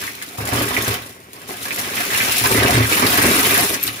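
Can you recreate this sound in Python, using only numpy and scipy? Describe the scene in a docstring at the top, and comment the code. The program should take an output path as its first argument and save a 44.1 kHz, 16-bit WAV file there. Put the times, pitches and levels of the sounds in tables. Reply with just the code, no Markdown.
"""Toy cars tipped from a plastic bag into a cardboard box, close by in a small room.
First the loaded bag bumps down on the box: creases snap, car shells clack, the cardboard booms.
Near 1.2 s it rests; from 1.5 s it is lifted, crinkling again.
From 2.3 s the cars slide out along the film and pile up: metal parts clink, the walls knock,
the bottom booms. The pile settles after 3.7 s."""
import sys
import numpy as np
from scipy import signal
from scipy.fft import rfft, irfft
from scipy.io import wavfile
from scipy.ndimage import uniform_filter1d

SR = 44100
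rng = np.random.default_rng(int(sys.argv[2]) if len(sys.argv) > 2 else 0)


def bounce(signal):
    """Save signal as a 16-bit WAV file at the path given by the first command-line argument."""
    frames = np.transpose(np.atleast_2d(signal))
    limited = np.clip(frames, -1, 1)
    pcm = np.round(limited * 32767).astype(np.int16)
    wavfile.write(sys.argv[1], SR, pcm)


N = 176400

# room air spectrum: freq_hz, level_db
AIR_SPECTRUM = [(60, -26), (110, -8), (300, -4.5), (900, -13), (2200, -11.5), (5000, -27), (15000, -35)]

# bag crinkling, small parts ticking: time_s, level_db
CRINKLE_CURVE = [(0, -32), (.045, -27), (.095, -34), (.12, -54), (.21, -38), (.36, -37.5), (.40, -29.5),
                 (.45, -39), (.51, -30), (.54, -23.5), (.70, -25.5), (.93, -26), (.97, -39), (1.10, -38),
                 (1.19, -49), (1.30, -49), (1.35, -42), (1.47, -46), (1.48, -31), (1.52, -30), (1.55, -37),
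                 (1.62, -30.5), (1.65, -28), (1.70, -31), (1.78, -20.5), (1.86, -29.5), (1.92, -30),
                 (1.97, -25), (2.03, -26), (2.09, -29), (2.14, -21), (2.40, -23), (2.56, -19.5),
                 (2.60, -26), (2.73, -21), (2.80, -27.5), (2.885, -23.5), (2.92, -20), (2.99, -20),
                 (3.03, -25.5), (3.10, -18.5), (3.38, -19), (3.62, -18), (3.74, -23.5), (3.78, -42),
                 (3.825, -36), (3.85, -23), (3.91, -35), (4, -38)]
# crease spectrum: freq_hz, level_db
CREASE_SPECTRUM = [(500, -55), (2000, -6.5), (3500, 0), (5500, -3), (7500, 0.5), (10000, 2), (12000, 1.5),
                   (13500, -2), (15500, -1)]
# cars sliding on the film: time_s, level_db
SLIDE_CURVE = [(0, -31.5), (.3, -49), (.55, -41), (.95, -34.5), (1.2, -71), (1.45, -47), (1.7, -43),
               (1.9, -35), (1.99, -32), (2.1, -30), (2.35, -24.5), (2.65, -31.5), (2.85, -32), (3.3, -25),
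               (3.7, -31), (4, -36.5)]
# sliding spectrum: freq_hz, level_db
SLIDE_SPECTRUM = [(900, -41), (1800, -17.5), (2300, 1.5), (2900, -4), (4000, -8), (5500, -10),
                  (10000, -11.5)]
# single crease snaps: start_s, level_db, t60_s
CREASE_SNAPS = [(0.132, -35, .02), (0.15, -29, 0.017), (0.223, -24, 0.023), (0.287, -34, 0.022),
                (.387, -31, .02), (0.453, -22.5, 0.022), (0.474, -21, .014), (.488, -20.5, .016),
                (0.535, -20, .012), (0.62, -20.5, .018), (0.822, -17.5, .011), (0.878, -18, 0.033),
                (0.941, -18.5, 0.012), (1.061, -34, 0.018), (1.201, -42, .02), (1.236, -45, .016),
                (1.332, -28, 0.0047), (1.416, -36.5, .018), (1.477, -42, 0.024), (1.567, -34, .02),
                (1.628, -25.5, 0.034), (1.653, -26, .026), (1.954, -21, 0.028), (2.003, -18, 0.012),
                (2.051, -20, 0.013), (2.104, -20, 0.018), (2.174, -15.5, 0.025), (2.236, -19, .014),
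                (2.321, -14, 0.014), (2.367, -15, .022), (2.381, -13, 0.03), (2.397, -17, 0.012),
                (2.457, -16.5, .016), (2.516, -15, 0.014), (2.706, -15, 0.015), (2.897, -19.5, .016),
                (2.931, -18, .018), (2.97, -23, .02), (2.996, -18, .018), (3.065, -16.5, .02),
                (3.365, -17, 0.022), (3.743, -21, .024), (3.811, -30, 0.011), (3.868, -22, .026),
                (3.876, -26, 0.013)]

# cars jostling: time_s, level_db
JOSTLE_CURVE = [(0, -33), (.04, -27.5), (.10, -41), (.125, -39.5), (.375, -38.5), (.39, -33.5), (.445, -29),
                (.46, -27.5), (.56, -21.5), (.69, -25), (.80, -23), (.85, -24.5), (.93, -21.5), (.98, -31),
                (1.10, -44.5), (1.20, -54), (1.30, -52), (1.36, -40.5), (1.47, -43), (1.505, -28.5),
                (1.55, -35), (1.62, -35.5), (1.66, -26), (1.70, -33.5), (1.78, -25), (1.92, -29),
                (1.97, -20.5), (2.03, -23.5), (2.09, -32.5), (2.12, -20), (2.22, -20.5), (2.42, -26.5),
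                (2.46, -16), (2.51, -20), (2.66, -17.5), (2.80, -17.5), (2.87, -22), (2.93, -19),
                (3.0, -18), (3.25, -18.5), (3.58, -16), (3.68, -26), (3.75, -27), (3.78, -39),
                (3.83, -32.5), (3.88, -27), (3.92, -39), (4, -33.5)]
# car contact spectrum: freq_hz, level_db
CAR_SPECTRUM = [(300, -13), (700, -8), (1100, -4.5), (1800, -5.5), (2400, -1), (3200, -8), (5000, -9),
                (9000, -26.5)]
# car shell partials: pitch_ratio, level_db
SHELL_PARTIALS = [(0.721, -10), (0.898, -2.5), (1.002, 0), (1.082, -4), (1.422, -15.5)]
# hard car hits, on other cars or on the box: start_s, level_db, pitch_hz
CAR_CLACKS = [(.025, -25, 1670), (.076, -24, 2020), (.216, -25.5, 2020), (0.384, -22.5, 920),
              (.486, -23.5, 783), (.526, -20, 1010), (0.569, -25, 1130), (.712, -20.5, 1000),
              (.766, -11.5, 2210), (1.707, -18, 2374), (2.102, -21, 1900), (2.124, -20.5, 2020),
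              (2.148, -16.5, 2650), (2.203, -12.5, 2316), (2.295, -18, 2750), (2.439, -12.5, 1024),
              (2.575, -12.5, 1950), (2.600, -16, 2100), (2.633, -11, 1740), (2.660, -13, 2570),
              (2.727, -34, 2170), (2.754, -14.5, 1930), (2.769, -20, 1950), (2.924, -10.5, 2500),
              (3.022, -11.5, 1090), (2.946, -17, 2740), (3.176, -11.5, 1710), (3.216, -13, 1850),
              (3.256, -17, 1760), (3.546, -21, 1760), (3.568, -22, 1610), (3.612, -21, 835),
              (3.746, -23, 1640), (3.878, -24, 2820), (3.883, -25, 1930)]
# clack spectrum through the film: pitch_ratio, level_db
MUFFLED_SPECTRUM = [(.45, -21), (.85, -2), (1.05, -1.5), (1.35, -17), (4, -35)]

# cars tumbling on cardboard: time_s, wall_db, bottom_db
TUMBLE_CURVE = [(0, -40, -47), (.20, -50, -54), (.23, -45, -60), (.375, -46.5, -60), (.40, -31.5, -25),
                (.51, -33, -35), (.54, -25, -33), (.65, -24, -43), (.69, -37, -44), (.80, -27, -30),
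                (.85, -32, -48), (.92, -27.5, -40), (.98, -41, -41.5), (1.25, -51, -53), (1.47, -43.5, -53),
                (1.50, -37, -56), (1.56, -43, -45), (1.78, -34, -44), (2.0, -34, -38.5), (2.30, -33, -32),
                (2.39, -37, -45), (2.48, -26.5, -25), (2.65, -19.5, -22), (2.80, -27.5, -17),
                (2.87, -32, -38), (2.98, -26.5, -37), (3.05, -22, -25), (3.11, -28, -32), (3.30, -18, -27),
                (3.335, -25.5, -44), (3.42, -28, -42), (3.53, -23.5, -31.5), (3.72, -28.5, -46),
                (3.80, -42, -47), (3.86, -40, -39), (4, -43, -54)]
# box modes: freq_hz, level_db, t60_s
CARDBOARD_MODES = [(82, 0.5, 0.28), (90.8, 1.5, 0.12), (114.2, 8, 0.18), (202.3, -2.5, 0.061),
                   (244, -2.5, 0.14), (291, -9.5, 0.27), (363.6, -5, 0.13), (402.8, -2.5, 0.19),
                   (528.5, -6, 0.11), (648.5, -7, 0.085), (813, -10.5, 0.06), (1085, -4, 0.088)]
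# cardboard contact spectrum: freq_hz, level_db
CARDBOARD_SPECTRUM = [(100, -8.5), (230, -11), (420, -6.5), (750, -15.5), (1150, -16), (1500, -13.5),
                      (2200, -14.5), (3500, -51), (9000, -47)]
# heavy landings: start_s, boom_db, knock_db, panel_hz
LANDINGS = [(0.026, -32, -38, 205), (0.385, -21.5, -33, 246), (0.417, -48, -37, 366),
            (0.523, -15.5, -22.5, 286), (0.566, -20, -42, 386), (0.611, -21.5, -23, 295),
            (.645, -28, -29, 386), (0.708, -29, -18, 256), (0.777, -31, -22.5, 253),
            (0.878, -16.5, -21, 249), (0.898, -31, -33, 313), (1.492, -50, -26.5, 366),
            (2.413, -20, -24, 254), (2.454, -17, -25, 405), (2.512, -35, -17, 391),
            (2.546, -21, -19.5, 438), (2.584, -13.5, -27, 233), (2.650, -17, -16, 254),
            (2.743, -8, -17.5, 299), (2.776, -10, -14.5, 262), (2.804, -18, -15, 261),
            (2.917, -34, -17.5, 313), (3.024, -27, -15.5, 268.6), (3.131, -32, -24, 256),
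            (3.179, -19, -18, 284), (3.251, -21, -13.5, 234), (3.297, -23, -26, 271),
            (3.347, -38, -17.5, 317), (3.382, -40, -15, 273), (3.470, -32, -17.5, 359),
            (3.607, -35, -21, 261), (3.707, -42, -24.5, 293.6), (3.845, -47, -29.5, 290),
            (3.881, -35, -29.5, 282)]

# metal-on-metal hits: start_s, level_db, pitch_hz, t60_s
METAL_CLINKS = [(.846, -21, 6300, .025), (2.472, -19, 10000, .025), (2.631, -20, 10600, .025),
                (2.684, -23, 5730, .03), (2.932, -20, 5700, .03), (2.974, -17, 11750, .025),
                (3.068, -15, 3830, 0.04), (3.113, -24, 9700, .025), (3.142, -16, 11400, 0.054),
                (3.267, -16, 10500, .03), (3.326, -19, 11400, .025), (3.391, -12, 13400, .025),
                (3.430, -18, 12000, .045), (3.466, -14, 11340, 0.041), (3.508, -16, 11200, .04),
                (3.543, -12, 9000, .03), (3.580, -19, 11400, .02), (3.608, -15, 10300, .02),
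                (3.648, -20, 12300, 0.037), (3.741, -17, 5380, 0.029), (3.829, -12, 11700, 0.025),
                (3.837, -8.5, 11900, 0.011), (3.877, -15.5, 3910, .012)]
# small metal part partials: pitch_ratio, level_db
METAL_PARTIALS = [(.64, -12), (0.779, -12), (0.869, -6.5), (1, 3.5), (1.079, -3), (1.17, -5), (1.27, -8)]
# metal contact spectrum: freq_hz, level_db
CLINK_SPECTRUM = [(1500, -16), (4000, -4), (7000, -5), (12000, 2), (15500, -1)]

HIT_SAMPLES = 12288
LEFT_LEAD_S, BOX_LEAD_S, LEAD_SPREAD_S = 0.000401, 0.00019, 0.00007
POUR_S, POUR_RISE_S = 2.29, 0.13  # cars leave the bag


def undb(db):
    return 10 ** (np.asarray(db) / 20)


def follow(curve, column=1):
    """Gain along a dB curve."""
    rows = np.array(curve)
    return undb(np.interp(np.arange(N) / SR, rows[:, 0], rows[:, column]))


def unit(x):
    """Scale to unit mean energy per channel."""
    return x / np.sqrt(np.mean(np.sum(x ** 2, axis=-1)))


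def fade(t60_s, size):
    """Exponential decay."""
    return np.exp(-np.log(1000) * np.arange(size) / SR / t60_s)


def noise(spectrum, size, coherence, lead_s=LEFT_LEAD_S):
    """Coloured stereo noise; the shared part arrives on the left first."""
    hz = np.fft.rfftfreq(size, 1 / SR)
    knots_hz, knots_db = np.array(spectrum).T
    shared, left, right = rfft(rng.standard_normal((3, size)))
    delay_s = lead_s + LEAD_SPREAD_S * rng.standard_normal()
    shared_pair = np.array([shared, shared * np.exp(-2j * np.pi * hz * delay_s)])
    pair = np.sqrt(coherence) * shared_pair + np.sqrt(1 - coherence) * np.array([left, right])
    colour = undb(np.interp(np.log(hz + 1), np.log(knots_hz), knots_db))
    low_cut = np.minimum(hz / knots_hz[0], 1)
    return irfft(pair * colour * low_cut, size)


def crack(spectrum, t60_s, coherence=0.38, lead_s=LEFT_LEAD_S):
    """Noise burst of one contact."""
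    return unit(noise(spectrum, HIT_SAMPLES, coherence, lead_s) * fade(t60_s, HIT_SAMPLES))


def ring(modes, scatter_db=3, detune=0.0099, lead_s=LEFT_LEAD_S):
    """Decaying modes, reweighted for each strike point."""
    delay_s = lead_s + LEAD_SPREAD_S * rng.standard_normal()
    t = np.maximum(np.arange(HIT_SAMPLES) / SR - np.array([[0], [delay_s]]), 0)
    out = 0
    for k, (hz, db, t60_s) in enumerate(modes):
        weight, shift = rng.standard_normal(2)
        gain = (-1) ** k * undb(db + scatter_db * weight)
        mode_hz = min(hz * (1 + detune * shift), SR / 2)
        out += gain * np.sin(2 * np.pi * mode_hz * t) * np.exp(-np.log(1000) * t / t60_s)
    return unit(out)


def shower(sound, gain, per_s, spread_db, objects):
    """Random uneven contacts among several objects; the joint level follows gain."""
    struck = rng.random(N) < per_s / SR
    strength = undb(spread_db * np.clip(rng.standard_normal(N), -2, 2))
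    owner = rng.integers(0, objects, N)
    hits = struck * strength * rng.choice([-1, 1], N)
    local_rms = np.sqrt(np.abs(uniform_filter1d(hits ** 2, size=2205)) + 1e-6)
    hits = hits * gain / local_rms
    return sum(signal.oaconvolve((hits * (owner == k))[None], sound(), axes=1)[:, :N]
               for k in range(objects))


def add(out, start_s, level_db, sound):
    """Mix in a sound with its loudest 3 ms at level_db."""
    start = int(start_s * SR)
    peak_rms = np.sqrt(uniform_filter1d(np.mean(sound ** 2, axis=0), size=130).max())
    part = sound[:, :N - start]
    out[:, start:start + part.shape[1]] += part * undb(level_db) / peak_rms


def in_room(x, left_db, room_db, low_t60_s=0.14, high_t60_s=0.073, split_hz=4000):
    """Add the room tail, treble dying first, and pan."""
    size = SR // 2
    tail = 0
    for band, t60_s in ("low", low_t60_s), ("high", high_t60_s):
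        sos = signal.butter(2, split_hz, band, fs=SR, output="sos")
        tail += signal.sosfilt(sos, rng.standard_normal((2, size))) * fade(t60_s, size)
    build_up = 1 - fade(0.012, size)
    reverb = signal.oaconvolve(x, unit(tail * build_up), axes=1)[:, :N]
    pan = undb(np.array([[left_db], [-left_db]]) / 2)
    return (x + undb(room_db) * reverb) * pan


def air(level_db=-46):
    """Steady, quiet room noise."""
    return unit(noise(AIR_SPECTRUM, N, coherence=0.97)) * np.sqrt(N) * undb(level_db)


def bag(snap_rise_s=0.00072):
    """Creases buckle in a dense crackle, some snap louder; cars rasp along the film."""
    out = shower(lambda: crack(CREASE_SPECTRUM, t60_s=0.025), follow(CRINKLE_CURVE) * undb(-3),
                 per_s=380, spread_db=2.5, objects=14)
    out += shower(lambda: crack(SLIDE_SPECTRUM, t60_s=0.01), follow(SLIDE_CURVE),
                  per_s=900, spread_db=5.1, objects=10)
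    rise = 1 - np.exp(-np.arange(HIT_SAMPLES) / SR / snap_rise_s)
    for start_s, level_db, t60_s in CREASE_SNAPS:
        add(out, start_s, level_db + 0.5, rise * crack(CREASE_SPECTRUM, t60_s))
    return in_room(out, left_db=1, room_db=0.5)


def part_ring(partials, pitch_hz, t60_s):
    """Brief ring of a car shell or metal part."""
    return ring([(pitch_hz * ratio, db, t60_s) for ratio, db in partials], scatter_db=1.5, detune=0.02)


def jostle(centre_hz=1850, spread_oct=0.49):
    """Light contact on a car of random size: crack plus shell ring."""
    contact = crack(CAR_SPECTRUM, t60_s=0.039)
    pitch_hz = centre_hz * 2 ** (spread_oct * rng.standard_normal())
    return unit(contact + undb(1.5) * part_ring(SHELL_PARTIALS, pitch_hz, t60_s=0.057))


def clack(pitch_hz, in_bag, contact_t60_s=0.014):
    """Hard hit of a car; in the bag, the film passes only the band near the shell pitch."""
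    if in_bag:
        muffled = [(pitch_hz * ratio, db) for ratio, db in MUFFLED_SPECTRUM]
        contact = undb(-4) * crack(muffled, contact_t60_s)
    else:
        contact = undb(-5.5) * crack(CAR_SPECTRUM, contact_t60_s)
    return part_ring(SHELL_PARTIALS, pitch_hz, t60_s=0.028) + contact


def cars(bounce_s=0.006):
    """Cars jostle densely; each hard clack bounces once."""
    out = shower(jostle, follow(JOSTLE_CURVE) * undb(-3.5), per_s=240, spread_db=2, objects=36)
    for start_s, level_db, pitch_hz in CAR_CLACKS:
        in_bag = start_s < POUR_S
        rebound_s = start_s + bounce_s * rng.uniform(0.8, 1.2)
        add(out, start_s, level_db - 1, clack(pitch_hz, in_bag))
        add(out, rebound_s, level_db - 6.5, clack(pitch_hz, in_bag))
    return in_room(out, left_db=-2.5, room_db=-4)


def box(bottom_below_hz=160, panel_t60_s=0.2):
    """Walls knock and the bottom booms under the load; heavy landings also ring the struck panel."""
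    wall_modes = [mode for mode in CARDBOARD_MODES if mode[0] >= bottom_below_hz]
    bottom_modes = [mode for mode in CARDBOARD_MODES if mode[0] < bottom_below_hz]

    def knock():
        walls = ring(wall_modes, detune=0.016, lead_s=BOX_LEAD_S)
        contact = crack(CARDBOARD_SPECTRUM, t60_s=0.071, coherence=1, lead_s=BOX_LEAD_S)
        return unit(walls + undb(1) * contact)

    def boom():
        return ring(bottom_modes, scatter_db=1, detune=0.004, lead_s=BOX_LEAD_S)

    out = shower(knock, follow(TUMBLE_CURVE) * undb(1.5), per_s=140, spread_db=2.26, objects=10)
    out += shower(boom, follow(TUMBLE_CURVE, column=2) * undb(-3), per_s=120, spread_db=10.4, objects=4)
    for start_s, boom_db, knock_db, panel_hz in LANDINGS:
        add(out, start_s, boom_db - 2, boom())
        impact = knock()
        panel = ring([(panel_hz, 0, panel_t60_s)], lead_s=BOX_LEAD_S)
        add(out, start_s, knock_db + 0.5, impact + undb(-0.5) * panel)
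    return in_room(out, left_db=0.45, room_db=-31.5)


def metal(centre_hz=10500, spread_oct=0.3):
    """Axles and metal bodies clink, densely once out of the bag."""
    def clink(pitch_hz, t60_s):
        tone = part_ring(METAL_PARTIALS, pitch_hz, t60_s)
        return unit(tone + undb(-2.5) * crack(CLINK_SPECTRUM, t60_s))

    def random_clink():
        return clink(centre_hz * 2 ** (spread_oct * rng.standard_normal()), t60_s=0.043)

    pouring = np.clip((np.arange(N) / SR - POUR_S) / POUR_RISE_S, 0, 1)
    gain = pouring * follow(CRINKLE_CURVE) * undb(-5.5)
    out = shower(random_clink, gain, per_s=110, spread_db=3.3, objects=30)
    for start_s, level_db, pitch_hz, t60_s in METAL_CLINKS:
        add(out, start_s, level_db, clink(pitch_hz, t60_s))
    return in_room(out, left_db=2, room_db=-6)


def scene():
    """Stereo sum of all sources."""
    return air() + bag() + cars() + metal() + box()


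def record(dry, notch_hz=8050, notch_q=9, notch_depth=0.53, bass_hz=63, top_hz=15550):
    """Microphones: narrow treble dip, bass cut, full-scale limit, top cut."""
    notched = signal.lfilter(*signal.iirnotch(notch_hz, notch_q, SR), dry)
    x = dry + notch_depth * (notched - dry)
    x = signal.sosfilt(signal.butter(3, bass_hz, "high", fs=SR, output="sos"), x)
    return signal.sosfilt(signal.ellip(10, 0.2, 80, top_hz, fs=SR, output="sos"), np.clip(x, -1, 1))


dry = scene()
out = record(dry)
bounce(out)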